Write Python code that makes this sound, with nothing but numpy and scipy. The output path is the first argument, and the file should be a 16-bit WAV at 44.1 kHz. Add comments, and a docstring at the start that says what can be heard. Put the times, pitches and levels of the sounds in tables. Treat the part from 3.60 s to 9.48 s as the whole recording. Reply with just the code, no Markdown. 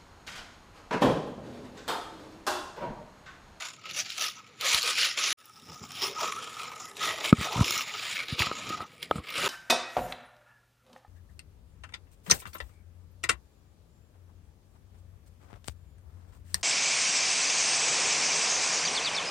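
"""Feet crunch through dry leaves and grit on a stony hillside path, close to a hand-held mono microphone.
From the start each crush is a swarm of tiny cracks, and single leaves snap over it, hardest near 1.1 s.
The sound drops out for a moment after 1.7 s; quiet steps follow, and the crunch is full again by 2.4 s.
Low knocks, blows with a push of about one cycle, strike the handset, hardest near 3.7 s and again at 5.5 s.
Throughout, its shell rings near 1.3 kHz as the grit shakes it, over a lumpy low rumble of hand and ground."""
import sys
import numpy as np
from scipy import signal
from scipy.io import wavfile

SR = 44100
rng = np.random.default_rng(int(sys.argv[2]) if len(sys.argv) > 2 else 0)


def output_pcm(signal):
    """Save a mono or channel-first signal as 16-bit PCM at the path in sys.argv[1].

    Samples are clipped to [-1, 1] before scaling.
    """
    pcm = np.clip(np.atleast_2d(signal).T, -1, 1) * 32767
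    wavfile.write(sys.argv[1], SR, np.round(pcm).astype(np.int16))


N = 259308

# leaves that give way at once: (time [s], crack peak [dB], centre [Hz])
LEAF_SNAPS = [(0.256, -32, 2300), (0.311, -23.5, 4100), (0.5022, -22.5, 3900), (0.611, -19, 3400),
              (1.0100, -19, 3670), (1.1453, -7.5, 4000), (1.2106, -23, 3990), (1.2200, -17.5, 4500),
              (1.2290, -16, 4750), (1.3815, -16, 2600), (1.4303, -13.5, 2970), (1.5747, -32, 2350),
              (1.856, -35.5, 10600), (2.318, -27, 5500), (2.419, -20, 3600), (2.609, -23, 4563),
              (2.7223, -23.5, 2080), (3.3677, -30, 3258), (3.6423, -17, 3103), (3.657, -19, 3300),
              (3.694, -19.5, 3010), (3.7255, -41, 3630), (3.7268, -20, 1942), (3.9286, -21, 4900),
              (4.0438, -18, 2850), (4.08, -19.5, 2650), (4.1070, -11.5, 5420), (4.1772, -15, 5500),
              (4.208, -19, 2900), (4.5533, -29, 2398), (4.5677, -21, 2380), (4.683, -24.5, 3223),
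              (4.792, -15.5, 3240), (4.806, -17, 2700), (4.8199, -12, 2270), (5.0907, -30, 5030),
              (5.4277, -20.5, 3512), (5.5101, -22, 3320), (5.691, -30, 2670)]
# ringing modes of the handset's shell: (pitch [Hz], level [dB], 60 dB decay time [s])
SHELL_MODES = [(1270, -0.5, 0.031), (616, -6.5, 0.0081), (228, -15, 0.092)]


def from_db(db):
    """Amplitude factor of a level in dB."""
    return 10 ** (np.asarray(db) / 20)


def rms_one(x):
    """The signal scaled to an rms of 1."""
    return x / np.sqrt(np.mean(x ** 2) + 1e-20)


def at_hz(points, hz):
    """Level of a spectrum at one frequency, in straight lines over log frequency."""
    point_hz, point_db = np.array(points).T
    return np.interp(np.log(hz), np.log(point_hz), point_db)


def drift(rate_hz):
    """Slow chance: noise at every 20th sample through a double one-pole low-pass; rms 1."""
    r = np.exp(-2 * np.pi * rate_hz * 20 / SR)
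    noise = rng.standard_normal(N // 20 + 2002)
    slow = signal.lfilter([1], [1, -2 * r, r * r], noise)[2000:]   # without the filter's start
    return np.interp(np.arange(N) / 20, np.arange(len(slow)), rms_one(slow))


def ring(clicks, hz, t60):
    """A resonance: a unit click sets off a decaying sine that starts at height 1."""
    r, w = from_db(-60 / (t60 * SR)), 2 * np.pi * hz / SR
    return signal.lfilter([0, np.sin(w)], [1, -2 * r * np.cos(w), r * r], clicks + 1e-18)


def crackle(per_s, spread_db, clumps_per_s, clump_s, calm):
    """Samples and signed sizes of tiny cracks, and their bustle: they swarm as a leaf gives, then thin out."""
    gives = (rng.random(N) < clumps_per_s / SR) * np.minimum(rng.exponential(1, N), 2)
    clumps = signal.lfilter([1], [1, -np.exp(-1 / (clump_s * SR))], gives)
    swarm = (calm + clumps) / (calm + clumps_per_s * clump_s)   # calm: the even share of the cracks
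    at = np.flatnonzero(rng.random(N) < per_s * swarm / SR)
    sizes_db = spread_db * np.minimum(rng.exponential(1, len(at)), 3)
    sizes = from_db(sizes_db) * rng.choice([-1, 1], len(at))
    return at, sizes, rms_one(np.sqrt(swarm))


def coloured(cracks, spectrum, low_hz, high_hz, colour_db, hiss, patchy_db):
    """Narrow bands: every crack has a colour of its own, over noise that follows the bustle; rms 1."""
    at, sizes, bustle = cracks
    bands = round(5 * np.log2(high_hz / low_hz))
    edges = np.geomspace(low_hz, high_hz, bands + 1)
    out = 0
    for low, high in zip(edges, edges[1:]):
        push = np.zeros(N)
        push[at] = sizes * from_db(colour_db * rng.uniform(-0.7, 1, len(at)))
        push = rms_one(push) + hiss * bustle * rng.standard_normal(N)
        patches_db = patchy_db * (drift(21.3) + 1.2 * drift(2.6))
        gain = from_db(at_hz(spectrum, np.sqrt(low * high)) + patches_db)
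        band = signal.butter(2, [low, high], "band", fs=SR, output="sos")
        out = out + gain * signal.sosfilt(band, push)
    return rms_one(out)


def tread(gains):
    """Feet in the litter: one stream of cracks drives the crunch, its treble, the grit and the shell."""
    # colour of the crushed leaves: (frequency [Hz], level [dB per Hz])
    leaves = [(300, -12), (500, -3.5), (1000, -7), (1600, -5), (2600, 3), (4500, 0), (7000, 0),
              (10000, -19), (13000, -41.5), (16000, -7)]
    tick_colour = [(4000, 6.0), (16000, -14)]   # (frequency [Hz], level [dB per Hz])
    ticks_db = -9.5   # lone twig and leaf-edge ticks, relative to the crisp band
    flutter_db, flutter_hz = 2, 18   # the grip on the shell comes and goes
    grip_db = 7.5   # rubbing of the hand on the shell, relative to the grit that shakes it

    body_gain, crunch_gain, grit_gain, ring_gain, brittle_gain, crisp_gain, fizz_gain = gains
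    jump = np.hypot(1, crumbling() / crunch_gain)
    calm = 0.22 + 16.0 * crunch_gain   # a heavy crush is more even, its cracks less clumped
    cracks = crackle(per_s=3600.0, spread_db=4.0, clumps_per_s=110.0, clump_s=0.003, calm=calm)
    body = coloured(cracks, leaves, 1440, 2398, colour_db=4.5, hiss=0.43, patchy_db=2.0)
    crunch = coloured(cracks, leaves, 2313, 4970, colour_db=7.0, hiss=0.57, patchy_db=1.0)
    grit = coloured(cracks, leaves, 289.4, 1403, colour_db=3.5, hiss=0.74, patchy_db=3.5)
    brittle = coloured(cracks, leaves, 4940, 7480, colour_db=9.0, hiss=0.48, patchy_db=2.0)
    crisp = coloured(cracks, leaves, 7500, 13500, colour_db=27.0, hiss=0.96, patchy_db=3.0)
    fizz = coloured(cracks, leaves, 13500, 17000, colour_db=3.0, hiss=0.8, patchy_db=1.5)

    lone = crackle(per_s=39.0, spread_db=3.0, clumps_per_s=8.7, clump_s=0.045, calm=0.49)
    ticks = coloured(lone, tick_colour, 3524, 16500, colour_db=1.5, hiss=0.01, patchy_db=1.5)
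    crisp_and_ticks = crisp + from_db(ticks_db) * ticks
    treble = brittle_gain * brittle + crisp_gain * crisp_and_ticks + fizz_gain * fizz
    litter = body_gain * body + crunch_gain * crunch + treble + grit_gain * grit

    bustle = cracks[2]
    rubbing = from_db(grip_db) * bustle * rng.standard_normal(N)
    flutter = from_db(flutter_db * drift(flutter_hz))
    shaking = ring_gain * flutter * (grit + rubbing)
    main_hz, _, main_t60 = SHELL_MODES[0]
    return jump * litter + ring(shaking, main_hz, main_t60)


def layers():
    """Gains of the layers: a foot's weight builds up, holds and settles, in dB, over the rest level."""
    # a foot crushes or drags the litter: (full weight at [s], held [s], build-up [s], settling [s],
    # crunch [dB], then relative to the crunch: grit [dB], shell drive [dB], brittle 5-8 kHz [dB],
    # crisp band above [dB])
    crushes = [(0.0, 0.06, .05, 0.13, -40.5, -26, -37.5, 0.5, -4.5),
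               (.27, 0.051, 0.079, 0.18, -45.5, -32, -39, -3, -13),
               (0.384, 0.025, 0.097, 0.056, -36, -23, -41.5, 4, 2),
               (.505, 0.022, 0.18, 0.13, -40.5, -43, -45, 0, -6),
               (0.617, 0.043, 0.13, 0.11, -33, -28, -40.5, 2, 1),
               (1.011, 0.031, 0.016, 0.078, -35.5, -15, -54.5, -1, -2),
               (1.057, 0.129, 0.061, 0.06, -27, -17, -42, -1, -1),
               (1.253, 0.05, 0.06, 0.12, -29, -15.5, -40, 0, -1),
               (1.383, 0.08, 0.074, .12, -25.5, -21, -49, -0.5, -4.5),
               (1.58, 0.16, 0.02, 0.016, -29.5, -20, -43, 0, -4.5),
               (2.1, 0.036, 0.15, 0.089, -54.5, -4, -29, 7.5, -7),
               (2.229, 0.0078, 0.12, 0.088, -55, -6, -23.5, 11, -17),
               (2.37, 0.03, 0.1135, 0.12, -39.5, -13, -46, 0, -1),
               (2.43, 0.04, 0.047, 0.085, -32.5, -5.5, -34.5, 0.5, 0.5),
               (2.625, 0.03, 0.11, 0.15, -35.5, -6.5, -30.5, 3.5, -2.5),
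               (2.82, 0.032, 0.19, 0.084, -43.5, -18, -28.5, -1.5, -9),
               (3.002, 0.044, 0.34, 0.17, -43, -16, -31, -0.5, -6),
               (3.195, 0.044, 0.053, 0.11, -52, -21.5, -23.5, 12, -2),
               (3.43, 0.062, 0.074, 0.22, -33, -11.5, -37.5, -0.5, -5.5),
               (3.646, 0.054, 0.099, 0.027, -34.5, -6, -40, 0.5, -6.5),
               (3.809, 0.06, 0.067, 0.083, -34.5, -8, -32, -1.5, -4.5),
               (3.932, 0.095, 0.084, 0.039, -38, -2, -31, -1.5, -6.5),
               (4.06, 0.16, 0.052, 0.023, -33.5, -19, -41.5, 2.5, -3.5),
               (4.27, 0.114, 0.58, 0.12, -40.5, -35, -49.5, -1, -12),
               (4.42, .17, 0.25, 0.15, -35, -33, -41.5, -5.5, -7),
               (4.7, 0.041, 0.063, 0.063, -37, -17, -48, -8.5, -14),
               (4.792, .04, 0.034, 0.095, -28, -10.5, -40.5, -4.5, -10),
               (4.95, 0.089, 0.22, 0.072, -42.5, -15, -37, -5.5, -11),
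               (5.09, 0.04, 0.25, 0.14, -39.5, -8, -37, -0.5, -9),
               (5.2, 0.027, 0.018, 0.033, -46.5, -2, -24.5, -16, -2.5),
               (5.428, 0.0052, 0.022, 0.048, -37, -10, -58, -14, -1.5),
               (5.54, 0.055, 0.081, 0.04, -48, 5, -41, -18, 0.5),
               (5.69, 0.08, 0.11, 0.097, -44, -8.5, -43, -25, 2.5),
               (5.784, 0.037, 0.11, 0.13, -32, -14.5, -41.5, -8.5, 1),
               (5.84, .05, 0.095, .1, -30, -8.5, -30, -4, -2.5)]
    # stretches of the walk: (from [s], then between the steps: body [dB], crunch [dB], grit [dB],
    # shell drive [dB], brittle [dB], crisp [dB], fizz [dB], rumble [dB],
    # then in a crush: body re crunch [dB], fizz re crisp [dB], rumble re grit [dB])
    stretches = np.array([(0, -60, -60, -69.5, -90, -59.5, -68, -85, -62.5, -5, -18, -27),
                          (1.75, -65, -62, -71, -89.5, -58.5, -57, -72, -71.5, -3, -8, 6.5),
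                          (2.3, -55, -59.5, -57, -84, -58, -50.5, -79.5, -59.5, -5, -17, -16),
                          (4.87, -62, -60, -64, -76, -72, -73, -76, -57, -4.5, -20, 3.5),
                          (5.26, -61, -61, -67.5, -95.5, -68, -64, -77, -62.5, -4, -30, -5.5)])
    swing_db = 23   # rise over one build-up time, fall over one settling time
    treble_quicker = 1.29   # the top bands come and go faster
    body_thins = 0.053   # the lower crunch (1.4-2.4 kHz) loses this much per dB of brittleness

    t = np.arange(0, N + 64, 64) / SR
    columns = np.transpose(crushes)[:, :, None]
    s, held, build, settle, crunch, grit, ring_db, brittle, crisp = columns
    stretch = np.searchsorted(stretches[:, 0], t, "right") - 1
    _, *rest_db, body, fizz, thump = stretches[stretch].T
    before, after = np.maximum(s - t, 0), np.maximum(t - s - held, 0)
    loss = swing_db * (before / build + after / settle)
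    weight = crunch - loss
    top = crunch + crisp - treble_quicker * loss
    crushed_db = [weight + body - body_thins * brittle, weight, weight + grit, weight + ring_db,
                  weight + brittle, top, top + fizz, weight + grit + thump]
    gains = []
    for rest, crushed in zip(rest_db, crushed_db):
        power = from_db(rest) ** 2 + np.sum(from_db(crushed) ** 2, axis=0)
        gains.append(np.interp(np.arange(N) / SR, t, np.sqrt(power)))
    return gains


def crumbling():
    """After each snap the crackle jumps up at once and dies away as the leaf crumbles; gain."""
    under_snap_db, t60 = -26, 0.012   # level relative to the snap's peak, 60 dB decay time in s
    out, t = np.zeros(N), np.arange(N) / SR
    for s, db, _ in LEAF_SNAPS:
        decay_db = -60 * np.maximum(t - s, 0) / t60
        out += from_db(db + under_snap_db + decay_db) * (t >= s)
    return out


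def snaps():
    """A leaf breaks: a burst of noise a few ms long, ringing broadly at its own pitch."""
    out, t = np.zeros(N + 2000), np.arange(2000) / SR
    noise = np.diff(rng.standard_normal((len(LEAF_SNAPS), 2001)))   # differencing brightens it
    for (s, db, hz), burst in zip(LEAF_SNAPS, noise):
        burst = burst * from_db(-60 * t / 0.013) * np.minimum(1, t / 0.0007)
        crack = ring(burst, hz, 9.5 / hz) + 0.05 * burst
        out[round(s * SR):][:2000] += from_db(db) * crack / np.max(np.abs(crack))
    return out[:N]


def knocks():
    """Soft blows: a low push of about one cycle strikes the shell; the sound, and the scuffing gain after it."""
    # knocks through the handset: (time [s], push peak [dB], push pitch [Hz], strike on the shell [dB])
    blows = [(1.144, -40.5, 78.47, -35), (2.215, -41.5, 151, -43), (2.684, -60, 503.4, -26.5),
             (3.7269, -4.5, 212.6, -11), (3.783, -26.5, 86.9, -34), (3.811, -30.5, 189, -26),
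             (3.959, -24.5, 131.1, -43), (3.977, -23.5, 137, -28), (3.992, -21, 134.9, -25),
             (4.009, -13.5, 117, -19.5), (4.1075, -56, 400, -24.5), (4.167, -45, 902, -25.5),
             (4.192, -46, 898, -31), (4.724, -22.5, 125, -50.5), (4.802, -23, 90, -40),
             (4.8686, -42, 171, -23.5), (4.914, -27.5, 393, -21.5), (5.104, -25, 290, -30.5),
             (5.2048, -37, 499, -27.5), (5.5114, -9.5, 644, -14), (5.557, -27.5, 202, -32),
             (5.582, -29.5, 82.8, -32)]
    out, scuff, t = np.zeros(N + 4000), np.zeros(N + 4000), np.arange(4000) / SR
    struck, pitch = np.zeros(N), np.ones(N)
    for s, db, hz, ring_db in blows:
        start = round(s * SR)
        cycles = t * hz
        sagging = np.sin(2 * np.pi * cycles ** 0.83)   # the pitch sags as the contact spreads
        push = sagging * cycles ** 1.74 * from_db(-60 * cycles / 1.78)
        out[start:][:4000] += from_db(db) * push / np.max(np.abs(push))
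        scuff[start:][:4000] += from_db(db - 11 - 60 * cycles / 9.8)
        struck[start + 30] = from_db(ring_db)   # 30 samples into the push
        pitch[start + 30] = hz
    return out[:N] + shell(struck, pitch), scuff[:N]


def shell(strikes, push_hz):
    """The handset's shell rings in all its modes; a quick blow hardly moves the modes below its pitch."""
    out = 0
    for hz, db, t60 in SHELL_MODES:
        moved = strikes * np.minimum(1, hz / push_hz) ** 2
        out = out + from_db(db) * ring(moved, hz, t60)
    return out


def rumble(gain):
    """Lumpy low noise from the hand and the ground: clumped cracks in bands below 422 Hz."""
    # rumble colour: (frequency [Hz], level [dB per Hz])
    ground = [(32, -59), (51, -6.5), (113, 5.5), (249, 2.5), (400, -7), (520, -32), (880, -120)]
    lumps = crackle(per_s=430.0, spread_db=2.5, clumps_per_s=15.0, clump_s=0.037, calm=0.35)
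    return gain * coloured(lumps, ground, 24.64, 421.3, colour_db=3.0, hiss=0.15, patchy_db=-0.5)


def scene():
    """Tread, snaps, knocks and rumble, alike in both channels; every knock stirs up the rumble."""
    *tread_gains, rumble_gain = layers()
    blows, scuff = knocks()
    mono = tread(tread_gains) + snaps() + blows + rumble(rumble_gain + scuff)
    return np.stack([mono, mono])


def record(dry):
    """The capsule drops the deep bass, the port colours the treble, the sound drops out, the top is cut."""
    # microphone port: (centre [Hz], width [Hz], gain before the drop-out ends [dB], gain after it [dB])
    port = [(8110, 3680, -22, -17.5), (15100, 470, 7, 12), (4530, 820, -0.5, -4.5), (6200, 410, -4.5, -9)]
    # the moment without sound: (silent from about [s], returning from [s])
    off, on = (1.729, 1.772)
    cutoff_hz = 16150
    t = np.arange(N) / SR
    x = signal.sosfilt(signal.butter(3, 60.0, "high", fs=SR, output="sos"), dry)
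    for hz, width_hz, first_db, later_db in port:
        db = np.where(np.arange(N) < on * SR, first_db, later_db)
        r = np.exp(-np.pi * width_hz / SR)
        poles = [1, -2 * r * np.cos(2 * np.pi * hz / SR), r * r]
        peak = signal.lfilter([(1 - r * r) / 2, 0, (r * r - 1) / 2], poles, x)
        x = x + (from_db(db) - 1) * peak
    x = x * np.interp(t, [off, off + 0.00031, on, on + 0.021], [1, 0, 0, 1])
    return signal.sosfilt(signal.cheby2(16, 80, cutoff_hz, fs=SR, output="sos"), x)


dry = scene()
out = record(dry)
output_pcm(out)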